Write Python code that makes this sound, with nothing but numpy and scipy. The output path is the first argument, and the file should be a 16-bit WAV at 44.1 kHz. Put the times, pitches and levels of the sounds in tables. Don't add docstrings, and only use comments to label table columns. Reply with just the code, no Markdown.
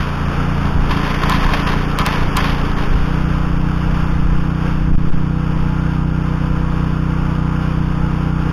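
import sys
import numpy as np
from scipy import signal
from scipy.fft import rfft, irfft, next_fast_len
from scipy.io import wavfile
from scipy.ndimage import uniform_filter1d

SR = 44100
rng = np.random.default_rng(int(sys.argv[2]) if len(sys.argv) > 2 else 0)


def inscribe(sig):
    pcm = np.round(np.clip(np.atleast_2d(sig).T, -1, 1) * 32767)
    wavfile.write(sys.argv[1], SR, pcm.astype(np.int16))


def decibels_to_gain(level_db):
    exponent = np.asarray(level_db, float) / 20
    return 10 ** exponent


N = 375732
T = np.arange(N) / SR
FFT_SIZE = next_fast_len(N + SR)
HZ = np.fft.rfftfreq(FFT_SIZE, 1 / SR)

# start_s, stance (0 far end of the row, 1 digging in, 2 standing free)
STANCE = [(0, 0), (.6, .1), (1.0, 1.), (2.85, 1.), (3.15, 2.), (8.52, 2.)]


def curve(table):
    seconds, values = np.transpose(table)
    return np.interp(T, seconds, values)


def level(x, db):
    return x * decibels_to_gain(db) / np.sqrt(np.mean(x ** 2))


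def shape(x, response):
    return irfft(rfft(x, FFT_SIZE) * response, FFT_SIZE)[:N]


def colour(x, table):
    hz, db = np.transpose(table)
    return shape(x, decibels_to_gain(np.interp(np.log(HZ + 1), np.log(hz), db)))


def mode(hz, width_hz):
    return 1j * HZ * width_hz / (hz ** 2 - HZ ** 2 + 1j * HZ * width_hz)


def walk(rate_hz):
    hold = int(SR / rate_hz)
    steps = np.repeat(rng.standard_normal(N // hold + 1), hold)[:N]
    return 1.35 * uniform_filter1d(uniform_filter1d(steps, hold), hold)


def in_stance(number):
    return np.clip(1 - np.abs(curve(STANCE) - number), 0, 1)


def wind():
    # start_s, length_s, level_db
    gust_list = [(.72, .25, -16), (1.4, .5, -23), (2.15, .15, -14.5), (2.37, .3, -19), (2.752, 0.31, -10),
                 (3.15, 0.65, -22), (3.85, .3, -14), (4.143, .3, -10), (4.68, .6, -16), (5.5, 0.2, -19),
                 (5.97, .15, -20.5), (6.5, 0.41, -25), (7.15, .15, -27.5), (7.75, .4, -27.5),
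                 (8.38, .1, -27)]
    # pitch_hz, level_db (per Hz)
    wind_colour = [(3, -4.5), (10, -4.5), (25, 0.5), (50, -7), (100, -18), (250, -45.5), (600, -71)]
    # time_s, size (signed, full scale 0.5), width_ms
    shove_list = [(4.185, .25, 8), (4.217, .22, 13), (4.245, -.2, 10), (4.375, -.3, 22), (4.415, .3, 12),
                  (4.9, -.25, 8), (4.92, .55, 11), (4.94, -.4, 9), (4.968, .9, 12), (5.042, .3, 14),
                  (5.1, -.42, 22), (5.118, -.36, 13), (5.16, .36, 17), (5.2, .2, 25)]
    edge_s, breeze_db, rumble_limit = .05, -36.5, .3

    strength = decibels_to_gain(breeze_db)
    for start_s, length_s, db in gust_list:
        rise = np.tanh((T - start_s) / edge_s)
        fall = np.tanh((T - start_s - length_s) / edge_s)
        strength = strength + decibels_to_gain(db) * (rise - fall) / 2
    turbulence = rng.standard_normal(N) * decibels_to_gain(2.5 * walk(11))
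    rumble = level(colour(turbulence, wind_colour), 0.42) * strength

    lull = 1 - .7 * np.exp(-T / .1)
    lull = lull - .8 * np.exp(-((T - 5.05) / .2) ** 4) - .6 * np.exp(-((T - 4.3) / .15) ** 4)
    shoves = sum(size * np.exp(-((T - s) * 1000 / ms) ** 4) for s, size, ms in shove_list)
    return rumble_limit * np.tanh(lull * rumble / rumble_limit) + shoves


def guard(x, broad_db=-12):
    # pitch_hz, width_hz, level_db
    guard_modes = [(1043, 70, 5), (1330, 110, -1), (1750, 35, -2.5), (2450, 56, -60.5), (3200, 45, -5.5)]
    ring = 0
    for k, (hz, width_hz, db) in enumerate(guard_modes):
        ring = ring + (-1) ** k * decibels_to_gain(db) * mode(hz, width_hz)
    return shape(x, ring + decibels_to_gain(broad_db) * mode(1490, 3200))


def soil():
    # time_s, peak_db, decay_db_per_s
    spray_list = [(0.0, -25, 122), (0.89, -20, 34), (1.03, -25, 100), (1.14, -21.5, 44), (1.259, -21.5, 37),
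                  (1.34, -22.5, 60), (1.52, -14, 153), (1.66, -19, 100), (1.98, -25, 100),
                  (2.048, -13.5, 87), (2.36, -16, 60), (2.43, -22, 90), (2.76, -28.5, 30)]
    rise_s, trickle_db = 0.011, -35.5
    grains = rng.standard_normal(N) * decibels_to_gain(2.5 * walk(250) + 1.0 * walk(40))
    turning = np.clip((3.4 - T) / 0.34, 0, 1)
    thrown = decibels_to_gain(trickle_db)
    for s, db, decay_db in spray_list:
        thrown = thrown + np.clip((T - s) / rise_s, 0, 1) * decibels_to_gain(db - decay_db * np.abs(T - s))
    return level(guard(grains, broad_db=0.5), -2.55) * thrown * turning


def clods():
    # time_s, peak_db, brightness_db
    clod_list = [(0.177, -16, -4), (0.655, -16, -4), (0.907, -5.5, -4), (0.966, -11, -7),
                 (1.029, -11.5, -5), (1.1, -17, -4), (1.139, -10.5, -6), (1.233, -6, -4), (1.294, -4.5, -4),
                 (1.32, -7.5, -4), (1.344, -9, -4), (1.419, -10, -4), (1.489, -10, -4), (1.532, -8, -4),
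                 (1.63, -15.5, -4), (1.664, -9.5, -4), (1.686, -8.5, -6), (1.735, -14, -4),
                 (1.913, -16, -4), (1.985, -2.5, -3), (2.014, -8.5, -4), (2.063, -7.5, -4),
                 (2.146, -13, -4), (2.355, -9.5, -4), (2.367, -3, -2), (2.439, -7.5, -4), (2.496, -22, -4),
                 (2.528, -17, -4), (2.772, -12, -4), (2.806, -11.5, -5)]
    clod_db, swell_s = -3, 0.0011
    crack_db, crack_s = 6, .003
    t = np.arange(int(.25 * SR)) / SR
    dull, bright = np.zeros(N), np.zeros(N)
    for s, db, bright_db in clod_list:
        fade_s = np.clip(.14 + .004 * db, .02, .6)
        burst = decibels_to_gain(db + clod_db) * (1 - np.exp(-t / swell_s)) * decibels_to_gain(-60 * t / fade_s)
        i = int(s * SR)
        dull[i:i + len(t)] += burst
        bright[i:i + len(t)] += burst * decibels_to_gain(bright_db) * (1 + decibels_to_gain(crack_db) * np.exp(-t / crack_s))
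    grit = rng.standard_normal((2, N)) * decibels_to_gain(3.0 * walk(400))
    thud = level(guard(grit[0]), -4.5)
    hiss = level(shape(grit[1], mode(3500, 2300)), -14.0)
    return dull * thud + bright * hiss


def sag(late_s=0):
    # time_s, sag_hz (firings per second)
    bite_list = [
        (0.266, 0.92),
        (0.639, 1.99),
        (0.946, 2.36),
        (1.138, 1.08),
        (1.351, 2.98),
        (1.603, 2.41),
        (1.777, 0.75),
        (2.047, 2.56),
        (2.404, 2.35),
        (2.733, 1.58),
    ]
    half_length_s = .109
    return sum(depth * np.exp(-((T - s - late_s) / half_length_s) ** 2) for s, depth in bite_list)


def engine_cycle():
    # time_s, speed_hz (firings per second)
    speed_plan = [(0.0, 29.289), (0.3, 29.75), (0.5, 30.309), (1.5, 30.657), (2.95, 29.61), (3.2, 30.716),
                  (3.45, 30.483), (4.8, 30.621), (6.0, 30.758), (7.6, 30.709), (8.52, 30.633)]
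    return .872 + np.cumsum(curve(speed_plan) - sag()) / SR


def casing(cycle, throb_db=0.5, flicker_db=0.84, waver_db=3.0):
    # pitch_hz, level_db (per Hz)
    casing_colour = [(150, -21), (230, -4), (330, -9), (480, -9), (650, -13), (850, -10.5), (1300, -7),
                     (1600, -10.5), (1950, -18), (2900, -15.5), (3610, -21.5), (4000, -29), (5200, -80)]
    # time_s, level_db
    clatter = [(0.0, -26), (1.09, -24.5), (2.61, -25), (3.3, -28), (3.75, -28.5), (3.95, -26.5),
               (4.37, -29.5), (4.65, -27.5), (5.0, -32.5), (5.5, -30), (8.52, -30)]
    # pitch_hz, level_db
    rattle_list = [(399, -44), (430, -43), (491, -40), (798, -46), (860, -42), (952, -45), (983, -47),
                   (1013, -43), (1107, -45), (1228, -44), (1323, -47), (1384, -45), (1413, -44),
                   (1590, -49)]
    # time_s, level_db
    settled = [(0, -6), (3, -6), (3.3, -4), (5.1, -4), (5.4, 0), (8.52, 0)]
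    free_hz = 30.7

    tones = 0
    for hz, db in rattle_list:
        loudness = decibels_to_gain(db + waver_db * min(hz / 1000, 1) * walk(16))
        turns = round(hz / free_hz) * cycle + hz / 16000 * walk(8) + rng.random()
        tones = tones + loudness * np.sin(2 * np.pi * turns)
    throb = throb_db * np.cos(4 * np.pi * cycle) + flicker_db * walk(14)
    rush = level(colour(rng.standard_normal(N) * decibels_to_gain(throb), casing_colour), 0.22)
    return (rush + decibels_to_gain(31.5 + curve(settled)) * tones) * decibels_to_gain(curve(clatter))


def strain(cycle):
    # multiple (of the firing rate), level_db
    strained = [(12, -41), (14, -41), (15, -41)]
    tones = 0
    for multiple, db in strained:
        tones = tones + decibels_to_gain(db + 3.0 * walk(6)) * np.sin(2 * np.pi * (multiple * cycle + rng.random()))
    return in_stance(1) * tones


def exhaust(cycle):
    # time_s, level_db (from normal)
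    engine_level = [(0, -1), (.5, 1.5), (1, 2), (1.5, 1.5), (2, 1.5), (2.5, 2.5), (3, 0), (4, 0), (5, 0.5),
                    (5.5, 1), (8.52, 0.5)]
    # pitch_hz, width_hz
    muffler = [(45, 55), (69, 34), (147, 25), (185, 25), (272, 25)]
    # delay_ms, then the signed push on each of the 5 muffler pitches
    far_pulses = [(-0.47, 1.0, -0.17, 0.89, -0.44, 0.03), (8.57, 0.17, -0.57, 0.35, -0.44, -0.28),
                  (21.35, 1.07, -0.88, -0.3, 0.33, 0.1)]
    loaded_pulses = [(0.1, -0.092, 0.94, 1.21, -0.47, 0.02), (9.015, -0.9, 1.06, 0.63, -0.66, -0.61),
                     (21.5, -0.068, -0.34, -0.49, 0.27, 0.15)]
    free_pulses = [(-0.47, 0.74, -0.29, 0.88, 0.55, 0.7), (8.57, 0.22, -0.89, -0.61, -0.27, -0.41),
                   (21.35, 0.42, -0.24, -0.03, -0.66, -0.81)]
    # pitch_hz, width_hz, depth (0 to 1)
    dips = [
        (115, 30, .1),
        (113, 30, .55),
        (340, 30, .6),
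    ]
    pop_hz = 290
    load_db_per_sag, load_lag_s = 0.58, .01

    at = np.flatnonzero(np.diff(np.floor(cycle)))
    uneven_db = 0.81 + 0.6 * sag()[at]
    firings = np.zeros(N)
    firings[at] = decibels_to_gain(uneven_db * rng.standard_normal(len(at)))

    modes = np.array([mode(*m) for m in muffler]) * np.exp(-(HZ / pop_hz) ** 2)
    out = 0
    for number, pulses in enumerate((far_pulses, loaded_pulses, free_pulses)):
        pipe = 0
        for delay_ms, *push in pulses:
            pipe = pipe + np.exp(-2j * np.pi * HZ * delay_ms / 1000) * np.dot(push, modes)
        hz, width_hz, depth = dips[number]
        thinning = 1 - depth * mode(hz, width_hz)
        out = out + shape(firings * in_stance(number), pipe * thinning)
    load_db = load_db_per_sag * (sag(load_lag_s) - sag().mean())
    return decibels_to_gain(40 + curve(engine_level) + load_db) * out


def scene():
    cycle = engine_cycle()
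    return (wind() + soil() + clods() + casing(cycle) + strain(cycle) + exhaust(cycle))[None]


def wrap(x, full):
    return (x + full) % (2 * full) - full


def drop_faint(x, frame=1024):
    # low_hz, high_hz, threshold_db, relative (1 if counted from the band's own running level)
    faint_bands = [(3750, 4250, -1, 1), (3450, 4550, -3.3, 1), (11600, 12400, -1.5, 1),
                   (15400, 23000, 0, 0), (14600, 23000, -50, 0), (13750, 23000, -62, 0),
                   (12900, 23000, -72.6, 0)]
    for low_hz, high_hz, db, relative in faint_bands:
        above_low = np.clip((HZ - low_hz) / 100 + .5, 0, 1)
        above_high = np.clip((HZ - high_hz) / 100 + .5, 0, 1)
        band = shape(x, above_low - above_high)
        power = uniform_filter1d(band ** 2, frame)[frame // 2::frame]
        usual = signal.medfilt(power, 9) ** relative
        faint = np.resize(np.repeat(power < usual * decibels_to_gain(2 * db), frame) * 1., N)
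        x = x - (1 - .3 * relative) * band * uniform_filter1d(faint, 128)
    return x


def sampler(x):
    tick_times = [
        1.2973,
        1.9884,
        2.0637,
        2.0645,
        2.3682,
        2.3707,
        2.3720,
        2.3722,
    ]
    adc_hz, full = 8000, .5
    smooth = signal.sosfilt(signal.cheby2(10, 24, 4050, fs=SR, output="sos"), x)
    samples = np.interp(np.arange(int(N / SR * adc_hz) + 2) / adc_hz, T, smooth)
    at = (np.array(tick_times) * adc_hz).astype(int)
    samples[at], samples[at + 1] = [.36, -.36] * 4, [-.2, .2] * 4
    samples = samples / (1 + np.abs(samples / full) ** 12) ** (1 / 12) * .998
    steps = np.diff(samples)
    steps[at] = wrap(steps[at], full)
    place = T * adc_hz
    left = place.astype(int)
    return wrap(samples[left] + (place - left) * steps[left], full)


def band_limit(x):
    return signal.sosfilt(signal.butter(12, 15700, fs=SR, output="sos"), x)


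def record(dry):
    hiss = decibels_to_gain(-77) * rng.standard_normal(N)
    mix = drop_faint(sampler(dry[0]) + hiss)[None]
    return band_limit(mix)


dry = scene()
out = record(dry)
inscribe(out)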